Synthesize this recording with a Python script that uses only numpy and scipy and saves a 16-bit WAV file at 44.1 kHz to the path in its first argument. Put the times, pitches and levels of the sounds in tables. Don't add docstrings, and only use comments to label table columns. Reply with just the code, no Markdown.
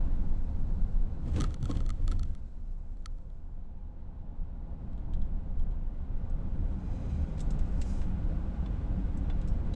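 import sys
import numpy as np
from scipy import signal
from scipy.fft import rfft, irfft, next_fast_len
from scipy.io import wavfile
from scipy.ndimage import uniform_filter1d, map_coordinates

SR = 44100
rng = np.random.default_rng(int(sys.argv[2]) if len(sys.argv) > 2 else 0)


def store_pcm(level_fs):
    pcm = np.round(np.clip(level_fs, -1, 1) * 32767).astype(np.int16)
    wavfile.write(sys.argv[1], SR, np.atleast_2d(pcm).T)


N = 429975
TIME = np.arange(N) / SR

# (time [s], speed [share of cruising speed])
CAR_SPEED = [(0, 0.91), (.55, 0.8), (1.2, 0.75), (2.45, 0.58), (3.4, 0.55), (4.3, 0.62), (5.0, 0.71),
             (5.9, 0.73), (6.7, 0.87), (7.6, 0.99), (9.75, 1)]
# (time [s], roughness [dB])
ROUGHNESS = [(0, 3.5), (.55, 1.5), (1.15, 5), (2.5, -0.5), (3.0, 0), (3.7, 0), (4.5, 2), (4.95, 2.5),
             (5.65, 3), (5.92, 0.5), (6.45, 3.5), (7.3, 2), (7.8, 0.9), (9.75, 1.5)]
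# (time [s], body heave [dB], floor thud [dB], half length [s])
ROAD_DIPS = [(0.15, -24.5, -46, 0.21), (0.57, -31, -37.5, 0.2), (0.81, -28, -38, .06),
             (0.98, -25, -52, 0.08), (1.39, -33, -34, 0.12), (1.8, -26.5, -36, 0.1),
             (2.14, -27, -33.5, 0.16), (4.42, -34, -48, 0.06), (4.928, -38, -40, 0.12),
             (5.19, -24.5, -34.5, 0.075), (5.36, -31, -42, .05), (5.62, -26.5, -38.5, 0.085),
             (6.2, -34, -50, 0.1), (6.62, -32, -37, 0.076), (7.16, -40, -30, 0.065),
             (7.56, -25.5, -37, 0.055), (7.78, -38, -33, .04), (8.04, -28, -38, .06), (8.3, -27, -42, 0.07),
             (9.6, -30, -35, 0.07)]
# (frequency [Hz], level [dB])
SHAKE_TONE = [(8, -12.5), (14, 0), (22, -0.5), (30, 5), (40, -13.5), (52, -24.5), (90, -45)]
RUMBLE_TONE = [(30, -19.5), (44, 1), (56, -3), (71, 1), (84, -4.5), (100, -10.5), (120, -9.5), (170, -54)]
BOOM_TONE = [(60, -35), (95, -1), (116, -5.5), (152, -0.5), (190, -2.5), (235, -5.5), (262, -9), (300, -13),
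             (355, -17), (480, -45.5)]
ROAR_TONE = [(200, -32.5), (340, -2.5), (410, -1), (465, -4.5), (525, 2.5), (580, -5), (680, -5), (850, -9),
             (1400, -18.5), (3000, -49.5)]
HISS_TONE = [(800, -14), (1270, 0.5), (1620, -2), (1800, -3.5), (2200, -6), (2900, -8), (3900, -12),
             (4600, -16.5), (6500, -20.5), (8000, -20.5), (8800, -28), (10000, -31.5), (11500, -34.5),
             (15000, -35)]
# (pitch [Hz], width [Hz], level [dB])
CABIN_NOTES = [(150, 12, -1), (185, 11, 0), (283, 9, -8), (311, 11, -9)]
TREAD_NOTES = [(695, 38, -1), (830, 32, 0), (925, 26, -3.5), (1035, 30, -6)]
WHIR_NOTES = [(1160, 22, 0), (1450, 32, 1.5), (1558, 24, -1.5), (2020, 70, -5.5), (2470, 40, -9)]
# (time [s], boost [dB])
TREAD_BOOST = [(3.2, -2), (3.9, 3.5), (7.5, -3)]
# (time [s], firing rate [Hz], level [dB])
ENGINE_FIRING = [(7.6, 54, -45), (8.15, 51.55, -41.5), (9.1, 48.53, -36.5), (9.75, 45.8, -35)]

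# (time [s], level [dB], half length [s], rim notes against the swish [dB])
SOFT_SWISHES = [(.6, -80.5, 0.86, -21), (2.683, -84.5, 0.96, -25.5), (7.09, -74, 0.33, 5),
                (7.68, -77.5, 0.11, -15), (7.92, -63.5, 0.13, -7)]
# (frequency [Hz], level [dB])
SWISH_TONE = [(1200, -23), (2400, -7), (4300, -10.5), (4900, -4), (8100, -4), (8800, -11.5), (10000, -10.5),
              (11000, -24.5), (14000, -38.5)]
# (pitch [Hz], width [Hz], level [dB])
RIM_NOTES = [(2000, 200, -4), (2420, 160, 0), (3250, 400, -5), (3980, 170, -5), (4920, 140, -9),
             (6300, 450, -7)]
# (time [s], relative level [dB], brightness [dB per octave])
TICK_HITS = [(1.361, -47, -3), (1.44, -44.5, -7), (1.6931, -60, -2.5), (6.298, -72, 6), (7.378, -59, 0),
             (7.393, -56, 2), (7.404, -50.5, 6.5), (7.41, -60, 11), (7.506, -53.5, 6.5), (7.542, -67, -3),
             (7.591, -57.5, 2.5), (7.815, -47, 3), (8.015, -53.5, -6.5), (8.66, -56, -7), (9.173, -63, 13),
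             (9.299, -48.5, -9.5), (9.414, -63, 2), (9.475, -63, 6), (9.483, -61.5, 8), (9.737, -57, 0)]
# (time [s], level [dB])
RATTLE_HITS = [(4.924, -67), (4.976, -64.5), (5.135, -54.5), (5.216, -59.5), (5.25, -72), (5.595, -60.5),
               (5.708, -62)]
# (frequency [Hz], level [dB])
TRIM_TONE = [(500, -22), (1200, 0.5), (2100, -1), (2700, 3), (3150, -1), (3850, 2.5), (4600, -3),
             (5500, -3.5), (6500, -2.5), (8000, -1), (8900, -13.5), (10100, -18), (11200, -27),
             (14500, -41.5)]
RATTLE_TONE = [(1200, -10), (2850, -10), (3180, 4.5), (3500, -6.5), (3950, -1), (4500, -14.5), (6800, -14),
               (7600, -5.5), (8400, -18), (10000, -25)]
# (time [s], pitch [Hz], level [dB], ring time [s])
CLINK_HITS = [(8.66, 3470, -53, .05), (9.301, 3470, -47.5, .06), (9.416, 3290, -62.5, .12),
              (9.483, 5460, -65, .12), (9.737, 3950, -47, .06)]
# (frequency [multiple of the pitch], level [dB])
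CLINK_NOTES = [(.76, -12), (.82, -11), (1, 0), (1.18, -15)]

# (time [s], level [dB], rise [s], fall [s], brightness [dB per octave])
PAVEMENT_BREAKS = [(1.285, -34, 0.026, 0.015, -0.5), (1.375, -28, 0.038, 0.073, 0),
                   (1.634, -27.5, 0.012, 0.033, -3.5), (1.704, -33, 0.02, 0.037, .5),
                   (1.774, -32.5, 0.066, 0.047, -1), (1.898, -48, 0.2, 0.06, 0),
                   (2.115, -40.5, 0.14, 0.091, 0), (2.25, -51.5, 0.036, 0.12, 1)]
# (frequency [Hz], level [dB])
JOLT_TONE = [(30, -7.5), (88, 8), (150, -1.5), (220, -6), (300, -6.5), (380, -14.5), (520, -16.5),
             (780, -25), (1250, -29.5), (1700, -32.5), (3500, -39), (5000, -42), (8000, -43), (10000, -50),
             (12000, -63)]
# (time [s], relative level [dB])
KNOCK_HITS = [(1.282, -43), (1.363, -31), (1.379, -29.5), (1.396, -32), (1.629, -44), (1.693, -24.5),
              (1.701, -32), (1.998, -42.5)]
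# (pitch [Hz], level [dB], ring time [s])
SHELL_NOTES = [(285, 3, 0.059), (313, -6, 0.088), (471, 5, 0.025), (686, -2, 0.023), (1082, -17, 0.17)]
# (time [s], level [dB])
TREMBLE_LEVEL = [(0, -85), (.85, -80.5), (2.4, -88), (3.6, -97)]
# (pitch [Hz], width [Hz], level [dB])
FIZZ_BAND = [(4050, 520, 0)]
# (time [s], relative level [dB], boost of its hollow note [dB])
CHATTER_HITS = [(1.2847, -54, 15), (1.3624, -49, -5), (1.4032, -29.5, 1), (1.4088, -22, 0.5),
                (1.4187, -28, 1), (1.44, -32.5, 11), (1.4417, -28.5, 5.5), (1.5075, -45.5, 6),
                (1.543, -33.5, -3), (1.6286, -37, 0), (1.6557, -34, 4), (1.713, -30, 1.5),
                (1.7719, -37.5, -1), (1.805, -38.5, 5), (1.8638, -38, 0), (1.8926, -34.5, 2),
                (1.904, -31, 5), (2.0793, -29.5, 2.5), (2.1157, -33, 6), (2.121, -34, 4), (2.1947, -35, 2),
                (2.231, -41.5, 2), (2.2333, -36.5, -7), (2.3507, -44, 0), (2.971, -59, -2),
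                (3.024, -61, -8), (3.059, -28, 0.5), (3.185, -60, 9), (3.302, -58, 2)]
# (frequency [Hz], level [dB])
SNAP_TONE = [(550, -28), (950, -15), (1400, -9.5), (2050, -0.5), (2520, -12.5), (3300, 3), (3850, -3),
             (4400, 3.5), (5030, -14.5), (5450, -6), (6200, -1), (6800, -11), (7400, -2.5), (8050, -8),
             (8550, -16), (9500, -7.5), (10700, -25.5), (14500, -30.5)]
# (pitch [Hz], level [dB], ring time [s])
HOLLOW_NOTES = [(1228, -11, 0.023), (1320, -11, 0.024)]

# (level at cruising speed [dB], growth per doubling of speed [dB])
SHAKE_LAW, RUMBLE_LAW, BOOM_LAW = (-34.5, 4.8), (-35.5, 14.05), (-43, 15.1)
ROAR_LAW, CABIN_LAW, TREAD_LAW, HISS_LAW = (-53.5, 15.7), (-46, 25.4), (-60.5, 14.7), (-64, 18.8)


def amp(db):
    return 10 ** (np.asarray(db) / 20)


def unit(x):
    return x / np.sqrt(np.mean(x ** 2) + 1e-20)


def along(points, hz):
    frequencies, levels = np.transpose(points)
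    return np.interp(np.log(hz + 1), np.log(frequencies + 1), levels)


def curves(rows):
    times, *columns = np.transpose(rows)
    return [np.interp(TIME, times, column) for column in columns]


def wobble(rate):
    return map_coordinates(rng.standard_normal(int(N * rate / SR) + 4), [TIME * rate])


def at_speed(law):
    cruise_db, growth_db = law
    speed, = curves(CAR_SPEED)
    return cruise_db + growth_db * np.log2(np.maximum(speed, 0.1))


def noise(tone, size=N, tilt_db=0):
    padded = next_fast_len(size + 8192)
    hz = np.fft.rfftfreq(padded, 1 / SR)
    octaves = np.log2(np.maximum(hz, tone[0][0]))
    gain = amp(along(tone, hz) + tilt_db * octaves) / (1 + (hz / tone[-1][0]) ** 4)
    return unit(irfft(rfft(rng.standard_normal(padded)) * gain, padded)[:size])


def even(x, span):
    power = uniform_filter1d(x ** 2, max(int(span * SR), 1))
    return unit(x / np.sqrt(np.abs(power) + 0.32))


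def resonant(notes):
    hz = np.fft.rfftfreq(N, 1 / SR)
    bands = []
    for pitch, width, db in notes:
        spectrum = rfft(rng.standard_normal(N)) / (1 + 1j * (hz - pitch) / width) ** 2
        bands.append(amp(db) * unit(irfft(spectrum, N)))
    return bands


def ring(notes, t, scatter_db):
    hz, db, ring_time = np.transpose(notes)[:, :, None]
    scatter = rng.uniform(-scatter_db, scatter_db, hz.shape)
    sign = (-1) ** np.arange(len(notes))[:, None]
    decay = np.exp(-np.log(1000) * t / ring_time)
    return np.sum(sign * amp(db + scatter) * decay * np.sin(2 * np.pi * hz * t), 0)


def struck(tone, size):
    hz = np.fft.rfftfreq(size, 1 / SR)
    ripple_db = 2.5 * map_coordinates(rng.standard_normal(24), [hz / 1000])
    log_gain = np.log(amp(along(tone, hz) + ripple_db))
    one_sided = 1 + np.sign(np.fft.fftfreq(size))
    click = irfft(np.exp(rfft(irfft(log_gain, size) * one_sided)), size)
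    return click / np.linalg.norm(click)


def add(track, s, sound):
    part = track[round(s * SR):][:len(sound)]
    part += sound[:len(part)]


def dips():
    s, heave_db, thud_db, half_length = np.transpose(ROAD_DIPS)[:, :, None]
    crossing = np.exp(-((TIME - s) / half_length) ** 2)
    return [np.sqrt(np.sum(amp(db) ** 2 * crossing, 0)) for db in (heave_db, thud_db)]


def road():
    rough_db, = curves(ROUGHNESS)
    heave, thud = dips()
    patches = wobble(8.9)
    shake_db = at_speed(SHAKE_LAW) + 0.65 * rough_db + 2.6 * wobble(1.8)
    shake = np.hypot(amp(shake_db), heave) * even(noise(SHAKE_TONE), span=0.22)
    rumble_db = at_speed(RUMBLE_LAW) + 0.5 * rough_db
    rumble = np.hypot(amp(rumble_db), thud) * even(noise(RUMBLE_TONE), span=0.15)
    boom_db = at_speed(BOOM_LAW) + 0.92 * rough_db + 0.45 * patches
    boom = np.hypot(amp(boom_db), amp(-13) * thud) * even(noise(BOOM_TONE), span=0.16)
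    roar_db = at_speed(ROAR_LAW) + 0.75 * rough_db + 0.26 * patches + 0.78 * wobble(30)
    return shake + rumble + boom + amp(roar_db) * noise(ROAR_TONE)


def cabin_drone():
    rough_db, = curves(ROUGHNESS)
    throb = sum(note * amp(2.5 * wobble(6)) for note in resonant(CABIN_NOTES))
    return amp(at_speed(CABIN_LAW) + rough_db) * unit(throb)


def tread_and_air():
    boost_db, = curves(TREAD_BOOST)
    tread_db = at_speed(TREAD_LAW) + boost_db + 1.6 * wobble(25)
    tread = amp(tread_db) * unit(sum(resonant(TREAD_NOTES)))
    whir = amp(-4) * unit(sum(resonant(WHIR_NOTES)))
    hiss_db = at_speed(HISS_LAW) + 0.51 * wobble(36)
    return tread + amp(hiss_db) * (noise(HISS_TONE) + whir)


def engine():
    hz, db = curves(ENGINE_FIRING)
    in_bend = TIME > ENGINE_FIRING[0][0]
    note = np.sqrt(2) * np.sin(2 * np.pi * np.cumsum(hz) / SR)
    return in_bend * amp(db + 0.8 * wobble(4)) * note


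def swishes():
    track = np.zeros(N)
    rub, swish = unit(sum(resonant(RIM_NOTES))), noise(SWISH_TONE)
    for s, db, half_length, rim_db in SOFT_SWISHES:
        swell = np.exp(-((TIME - s) / half_length) ** 2)
        track += amp(db) * swell * (swish + amp(rim_db) * rub)
    return track * amp(1.4 * wobble(50))


def ticks_and_rattles():
    track, t = np.zeros(N), np.arange(SR // 6) / SR
    decay = np.exp(-t / 0.0058) + amp(-20) * np.exp(-t / 0.041)
    attack = 1 - np.exp(-t / 0.0005)
    for s, db, bright_db in TICK_HITS:
        tap = attack * decay * noise(TRIM_TONE, size=len(t), tilt_db=bright_db)
        add(track, s, amp(db + 4.5) * tap)
    for s, db in RATTLE_HITS:
        scrape = (1 - np.exp(-t / 0.002)) * amp(3 * wobble(600)[:len(t)])
        add(track, s, amp(db) * scrape * decay * noise(RATTLE_TONE, size=len(t)))
    return track


def clinks():
    track, t = np.zeros(N), np.arange(SR // 6) / SR
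    attack = 1 - np.exp(-t / 0.001)
    for s, hz, db, ring_time in CLINK_HITS:
        notes = [(hz * ratio, level, ring_time) for ratio, level in CLINK_NOTES]
        add(track, s, amp(db) * attack * ring(notes, t, scatter_db=2))
    return track


def bumps(jiggles_per_s=700):
    track = np.zeros(N)
    contacts = (rng.random(N) < jiggles_per_s / SR) * rng.standard_normal(N)
    jiggle = amp(-35) * unit(signal.fftconvolve(contacts, struck(SNAP_TONE, size=1024))[:N])
    for s, db, rise, fall, bright_db in PAVEMENT_BREAKS:
        swell = np.exp(-np.maximum((s - TIME) / rise, (TIME - s) / fall))
        crunch = amp(1.6 * wobble(220))
        thud = even(noise(JOLT_TONE, tilt_db=bright_db), span=0.016)
        track += amp(db) * swell * (unit(thud * crunch) + jiggle)
    return track


def axle_knocks():
    track, t = np.zeros(N), np.arange(SR // 6) / SR
    attack = 1 - np.exp(-t / 0.0054)
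    for s, db in KNOCK_HITS:
        add(track, s, amp(db - 0.5) * attack * ring(SHELL_NOTES, t, scatter_db=3))
    return track


def fitting_chatter():
    track, t = np.zeros(N), np.arange(SR // 20) / SR
    for s, db, hollow_db in CHATTER_HITS:
        detune = rng.uniform(0.95, 1.05)
        note = amp(hollow_db) * ring(HOLLOW_NOTES, t * detune, scatter_db=2.5)
        snap = amp(7) * struck(SNAP_TONE, size=len(t))
        grit = amp(-22) * np.exp(-t / 0.0018) * noise(TRIM_TONE, size=len(t))
        bounce_s = rng.uniform(0.0005, 0.0016)
        add(track, s, amp(db) * (snap + note + grit))
        add(track, s + bounce_s, amp(db - 3) * struck(SNAP_TONE, size=len(t)))
    tremble_db, = curves(TREMBLE_LEVEL)
    fizz = amp(tremble_db + 1.5 * wobble(40)) * unit(sum(resonant(FIZZ_BAND)))
    return track + fizz


def scene():
    driving = road() + cabin_drone() + engine() + tread_and_air()
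    jolts = bumps() + axle_knocks() + fitting_chatter()
    small_sounds = ticks_and_rattles() + clinks() + swishes()
    return (driving + jolts + small_sounds)[None]


def record(dry, top_hz=14860):
    fade = np.minimum(np.minimum(TIME, TIME[::-1]) / 0.006, 1)
    hz = np.fft.rfftfreq(N, 1 / SR)
    microphone = amp(along([(10000, -0.5), (10900, -3.5)], hz))
    return irfft(rfft(dry * fade) * microphone * (hz < top_hz), N)


dry = scene()
out = record(dry)
store_pcm(out)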